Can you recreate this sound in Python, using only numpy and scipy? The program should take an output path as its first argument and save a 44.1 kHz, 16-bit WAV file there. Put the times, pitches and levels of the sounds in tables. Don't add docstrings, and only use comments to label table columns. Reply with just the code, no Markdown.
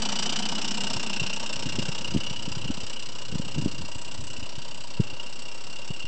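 import sys
import numpy as np
from scipy import signal
from scipy.fft import rfft, irfft, next_fast_len
from scipy.io import wavfile
from scipy.ndimage import map_coordinates

SR = 44100
rng = np.random.default_rng(int(sys.argv[2]) if len(sys.argv) > 2 else 0)


def boost(x):
    u = np.asarray(x, float) / 20
    return 10 ** u


def pcm_store(signal):
    levels = np.round(np.clip(np.atleast_2d(signal), -1, 1) * 32767)
    wavfile.write(sys.argv[1], SR, levels.astype(np.int16).T)


N = 267687
TIME = np.arange(N) / SR

# time in seconds, exhaust beats so far.
BEATS = [(0, 0.22), (0.15, 4.66), (0.27, 8.13), (0.42, 12.7), (0.99, 30.62), (1.35, 41.39), (1.83, 56.09),
         (2.19, 67.4), (2.67, 82.62), (3.15, 97.74), (3.51, 108.73), (3.99, 123.04), (4.11, 126.75),
         (4.83, 149.56), (5.07, 156.83), (5.43, 168.08), (5.67, 175.84), (6.08, 189.73)]
# lateness in beats, blast level in dB, thud level in dB.
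VALVES = [
    (0.017, -6, -6.5),
    (0.048, -6, -12),
    (0.0061, -6, -6.5),
    (0.057, -5.5, -15),
]
# time in seconds, distance in metres,
# how far the chimney mouth faces the microphone (about -1 to 1), chimney note in Hz.
PATH = [(0, 0.48, -.8, 2970), (.4, 0.48, -0.34, 2974), (.8, .55, -1.16, 2870), (1.2, 0.68, 0.58, 2767),
        (1.45, 0.87, 0.017, 2870), (1.8, 0.84, -0.3, 2830), (2.35, 1.18, 0.94, 2896),
        (2.65, 1.45, -0.038, 2880), (2.95, 1.55, 0.55, 2883), (3.3, 1.88, -0.83, 2890),
        (3.6, 1.7, -0.18, 2830), (3.95, 2.14, -0.42, 2815), (4.55, 2.0, 0.095, 2837),
        (4.85, 2.2, -0.42, 2840), (5.2, 2.25, .5, 2853), (5.5, 2.48, -0.45, 2804), (6.07, 2.3, 0.87, 2817)]
# time in seconds, blast pipe in Hz,
# its upper note in Hz, high smokebox note in Hz.
TURNING = [(0, 4680, 5760, 913), (.4, 4970, 5840, 937), (.65, 5230, 5640, 937), (1.75, 5420, 5700, 908),
           (2.05, 4940, 5700, 943), (3.2, 4910, 5610, 1000), (3.8, 4880, 5620, 953),
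           (4.35, 4990, 5800, 996), (4.65, 4680, 5400, 948), (5.3, 5150, 5550, 962),
           (6.07, 5300, 5820, 924)]


def evened(x):
    return x / np.sqrt(np.mean(x ** 2) + 1e-20)


def curves(rows):
    seconds, *columns = np.transpose(rows)
    return [np.interp(TIME, seconds, column) for column in columns]


def coloured(x, points):
    size = next_fast_len(N)
    hz, db = np.transpose(points)
    log_hz = np.log(np.fft.rfftfreq(size, 1 / SR) + 1)
    gain = boost(np.interp(log_hz, np.log(hz), db))
    return evened(irfft(rfft(x, size) * gain, size)[:N])


def resonate(x, hz, width_hz):
    turn = np.exp(2j * np.pi * np.cumsum(hz * np.ones(N)) / SR)
    r = np.exp(-np.pi * width_hz / SR)
    smooth = signal.lfilter([1 - r], [1, -r], x / turn)
    return evened((turn * smooth).real)


def flutter(hz):
    return evened(signal.lfilter(*signal.butter(2, hz, fs=SR), rng.standard_normal(N)))


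def exhaust():
    # frequency in Hz, level in dB.
    fizz_colour = [(5500, -29), (6500, -12.5), (7300, -0.5), (8000, 0.2), (8500, -11), (9200, -13.5)]
    beats = curves(BEATS)[0] + 0.324
    jet_db, ring_db, thud_db, fizz_db = balance()
    blast = valve_flow(beats, column=1, rise=0.12, fall_db=37, spread_db=1.08)
    steam = blast * boost(0.5 * flutter(180)) * rng.standard_normal(N)
    jet = boost(0.47) * steam_jet(steam)
    fizz = boost(fizz_db) * coloured(steam * boost(2.9 * flutter(150)), fizz_colour)
    ring = boost(ring_db) * chimney_ring(beats)
    thud = boost(thud_db) * smokebox_thud(beats)
    return boost(jet_db) * (jet + fizz + ring + thud)


def balance():
    metres, facing, _ = curves(PATH)
    doublings = np.log2(metres)

    def layer(db, facing_db, far_db):
        wander_db = 0.85 * flutter(3.8)
        return db + facing_db * facing + far_db * doublings + wander_db

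    jet_db = -40.5 - 20 * np.log10(metres)
    ring_db = layer(0.57, 3.5, 0.5)
    thud_db = layer(-8.0, 0.1, 0.8)
    fizz_db = layer(-7.94, -2, 1.8)
    return jet_db, ring_db, thud_db, fizz_db


def valve_flow(beats, column, rise, fall_db, spread_db):
    late = np.transpose(VALVES)[0]
    level_db = np.transpose(VALVES)[column]
    chance = rng.standard_normal((200, 2)).clip(-1.5, 1.5)
    flow = np.zeros(N)
    for back in (0, 1):
        k = np.floor(beats).astype(int) - back + 4
        since = beats + 4 - k - late[k % 4] - 0.026 * abs(chance[k, 0])
        emptying = np.abs(since) ** 2.3
        db = level_db[k % 4] + spread_db * chance[k, 1] - fall_db * emptying
        flow += np.clip(since / rise, 0, 1) * boost(db)
    return evened(flow)


def steam_jet(steam):
    # frequency in Hz, level in dB.
    jet_colour = [(300, -35), (900, -13), (1500, 0.5), (2050, -7.5), (2500, 1), (3500, 1), (4200, 1),
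                  (5000, 1.5), (5800, 1.5), (6400, -9.5), (7000, -13.5), (8400, -36)]
    metres = curves(PATH)[0]
    blast_hz, upper_hz, _ = curves(TURNING)
    upper_db = -19 + 8 * (upper_hz - blast_hz) / 1000
    cab_hz, cab_db = 3380 + 487 * metres, -31 + 9 * metres
    jet = coloured(steam, jet_colour)
    for hz, db in [(blast_hz, -9), (upper_hz, upper_db), (cab_hz, cab_db)]:
        jet += boost(db) * resonate(steam, hz, 180)
    return evened(jet)


def chimney_ring(beats):
    chimney_hz = curves(PATH)[2]
    draught = valve_flow(beats, column=1, rise=0.023, fall_db=25, spread_db=1.03) * rng.standard_normal(N)
    return resonate(resonate(draught, chimney_hz, 170), chimney_hz, 380)


def smokebox_thud(beats):
    # time in seconds, pitch in Hz.
    low_note = [(0, 712), (.9, 694), (1.3, 604), (2.3, 537), (3.2, 506), (4.3, 617), (5.3, 550),
                (6.07, 566)]
    low_hz, high_hz = curves(low_note)[0], curves(TURNING)[2]
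    rush = valve_flow(beats - 0.12, column=2, rise=0.079, fall_db=60.5, spread_db=5.5) * rng.standard_normal(N)
    push = 0.43 * rush + 0.79 * knocks()
    low = boost(1.6) * resonate(resonate(push, low_hz, 100), low_hz, 300)
    top = boost(-8.5) * resonate(resonate(push, 1.255 * high_hz, 130), 1.24 * high_hz, 300)
    high = boost(0.7) * resonate(resonate(push, high_hz, 99), high_hz, 290)
    return evened(low + top - high)


def knocks():
    k = np.floor(curves(BEATS)[0] + 0.0597).astype(int)
    strength_db = np.transpose(VALVES)[2][k % 4] + 0.84 * rng.standard_normal(256)[k]
    return evened(np.diff(k, prepend=k[0]) * boost(strength_db))


def burner():
    metres = curves(PATH)[0]
    loss_db = 20 * np.log10(metres)
    drone_db = -46 - loss_db - 7 * (metres - 1)
    roar_db = -43.5 - 0.63 * loss_db + 1.3 * flutter(16.7)
    return boost(drone_db) * flue_drone() + boost(roar_db) * flame_roar()


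def flue_drone():
    flue_hz, width_hz = 206, 45
    phase = 2 * np.pi * np.cumsum(flue_hz + 9 * flutter(20)) / SR
    note = np.sqrt(2) * np.sin(phase) * boost(1.7 * flutter(18))
    push = 0.72 * rng.standard_normal(N) + 0.78 * knocks()
    rung = resonate(resonate(push, flue_hz + 4 * flutter(6.4), width_hz), flue_hz, 140)
    return evened(1.2 * note + rung)


def flame_roar():
    # frequency in Hz, level in dB.
    roar_colour = [(53, -29), (90, 9.5), (589, 3), (814, -1), (895, 2), (2020, -8), (2790, -3.5),
                   (3580, -7.5), (5640, -9), (7790, -18), (8400, -49.5), (10900, -54.5), (18500, -120)]
    flame = rng.standard_normal(N)
    roar = coloured(flame, roar_colour) + boost(-19.5) * resonate(flame, curves(TURNING)[2], 110)
    no_bass = signal.butter(3, 125, "high", fs=SR, output="sos")
    return signal.sosfilt(no_bass, roar)


def mirrored(x):
    # first lag in ms, change of lag in ms per second, share of the sound,
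    # time of closest pass in seconds, time in view in seconds.
    buildings = [
        (2.1, -.12, 0.27, 1.4, .5),
        (2.6, -.13, 0.23, 2.5, 0.49),
        (2.6, -.14, .35, 4.67, .6),
        (3.6, -.13, 0.18, 5.6, 0.98),
    ]
    metres = curves(PATH)[0]
    chimney_m, mic_m = 0.233, 0.416
    detour_m = np.hypot(metres, mic_m + chimney_m) - np.hypot(metres, mic_m - chimney_m)
    paths = [(detour_m / 0.343, 0.043)]
    for ms, drift, share, closest, seen in buildings:
        paths.append((ms + drift * TIME, share * np.exp(-((TIME - closest) / seen) ** 2)))
    late = 0
    for ms, share in paths:
        late = late + share * map_coordinates(x, [np.arange(N) - ms * SR / 1000], order=3)
    return (x + late) / np.sqrt(1 + sum(share ** 2 for _, share in paths))


def walls(x):
    at = np.arange(60, 12000, 20) + rng.integers(0, 20, 597)
    taps = np.zeros(12020)
    taps[at] = rng.choice([-1., 1.], len(at)) * boost(-60 * at / SR / 0.11)
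    return signal.oaconvolve(x, taps / np.linalg.norm(taps))[:N]


def wind():
    # frequency in Hz, level in dB.
    gust_colour = [(20, -35), (45, -12), (80, -3.5), (125, 1), (200, -10), (320, -9), (600, -40.5)]
    # middle in seconds, half length in seconds, level in dB.
    gust_times = [(.91, .12, -59), (1.6, 0.22, -59), (1.74, 0.11, -47), (2.1, 0.24, -52),
                  (2.582, 0.19, -47.5), (3.497, .2, -49), (3.635, 0.036, -42), (3.343, .03, -46),
                  (3.8, .07, -47), (4.185, 0.13, -51), (5.09, .08, -65), (3.05, 0.1, -57.5),
                  (4.6, 0.43, -66)]
    # time in seconds, peak level in dB, pitch in Hz, length in cycles.
    pops = [(1.2203, -22, 150, 1.3), (1.6675, -23, 195, 0.76), (1.6601, -26, 190, 0.97),
            (1.7873, -14.5, 210, 0.46), (1.796, -19, 187, .9), (1.8923, -19.5, 160, 0.92),
            (2.144, -22, 200, 0.88), (2.1496, -15.5, 250, 0.95), (2.1641, -10.5, 201, 0.73),
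            (2.1761, -19, 154, 0.59), (2.481, -21.6, 178, 0.72), (2.5725, -25.5, 143, 1.25),
            (2.693, -25, 204, 0.6), (2.7039, -19, 253, 1.8), (3.344, -23, 160, 0.57),
            (3.3572, -19, 179, .81), (3.3995, -17.5, 180, 0.84), (3.5631, -23.9, 180, 1.05),
            (3.5773, -21.5, 150, 1.2), (3.5846, -17, 200, 0.98), (3.591, -21, 197, .9),
            (3.5985, -23.2, 166, 1.2), (3.6246, -24.5, 223, 1.3), (3.6408, -25, 190, .86),
            (3.6613, -10.5, 223, 0.74), (3.6714, -21, 242, 0.41), (5.0022, -9.5, 147.3, 1.15),
            (5.0116, -18.5, 128, .53), (5.9078, -23, 146, 1.05), (6.0477, -31, 117, 0.69)]
    # time in seconds, peak level in dB, pitch in Hz.
    soft_pops = [(.5347, -38, 147), (0.9223, -34, 198), (.967, -29, 107), (1.1705, -31, 247),
                 (1.204, -33, 133), (1.2413, -32.5, 117), (1.6295, -31, 373), (1.8255, -30, 276),
                 (1.8857, -28, 191), (2.009, -30, 150), (2.088, -33, 127), (2.124, -28, 142),
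                 (2.156, -27, 95), (2.1924, -30, 107), (2.3125, -27, 160), (2.516, -36, 110),
                 (2.6583, -25.5, 170), (2.705, -27.5, 85), (2.7803, -26, 187), (2.8375, -33.5, 99),
                 (3.328, -24.5, 162), (3.4698, -28, 163), (3.682, -28, 180), (3.81, -28.4, 178),
                 (3.961, -30.5, 107), (4.1946, -32, 98), (4.391, -36, 91), (4.43, -32, 93.5),
                 (4.5836, -30, 128), (5.1328, -34.5, 106)]
    strength = boost(-67.5)
    for s, half, db in gust_times:
        strength = strength + boost(db) * np.exp(-((TIME - s) / half) ** 2)
    lumps = boost(4.5 + 3.0 * flutter(40))
    air = strength * lumps * coloured(rng.standard_normal(N), gust_colour)
    for s, db, hz, cycles in list(pops) + [(*row, 1) for row in soft_pops]:
        near = slice(round(s * SR) - 900, round(s * SR) + 900)
        u = (TIME[near] - s) * hz
        swing = np.sin(2 * np.pi * u) * np.exp(-np.where(u < 0, 3.6, 2.2) * (u / cycles) ** 2)
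        edge = np.sin(2 * np.pi * 2.57 * u) * np.exp(-5.5 * (u + 0.23) ** 2)
        edge_db = -12 - 12.5 * np.log2(hz / 150)
        air[near] += boost(db) * (boost(edge_db) * edge - swing)
    return air


def scene():
    engine = mirrored(exhaust()) + burner()
    echo_db = -14.0 + 1.08 * TIME
    return (engine + boost(echo_db) * walls(engine) + wind())[None]


def roll_off(x):
    return signal.sosfilt(signal.butter(12, 9480, fs=SR, output="sos"), x)


def record(dry):
    band_limit = signal.firwin(151, 8510, window=("kaiser", 9), fs=SR)
    narrow = signal.oaconvolve(dry, band_limit[None], "same")
    return roll_off(narrow - 0.0561)


dry = scene()
out = record(dry)
pcm_store(out)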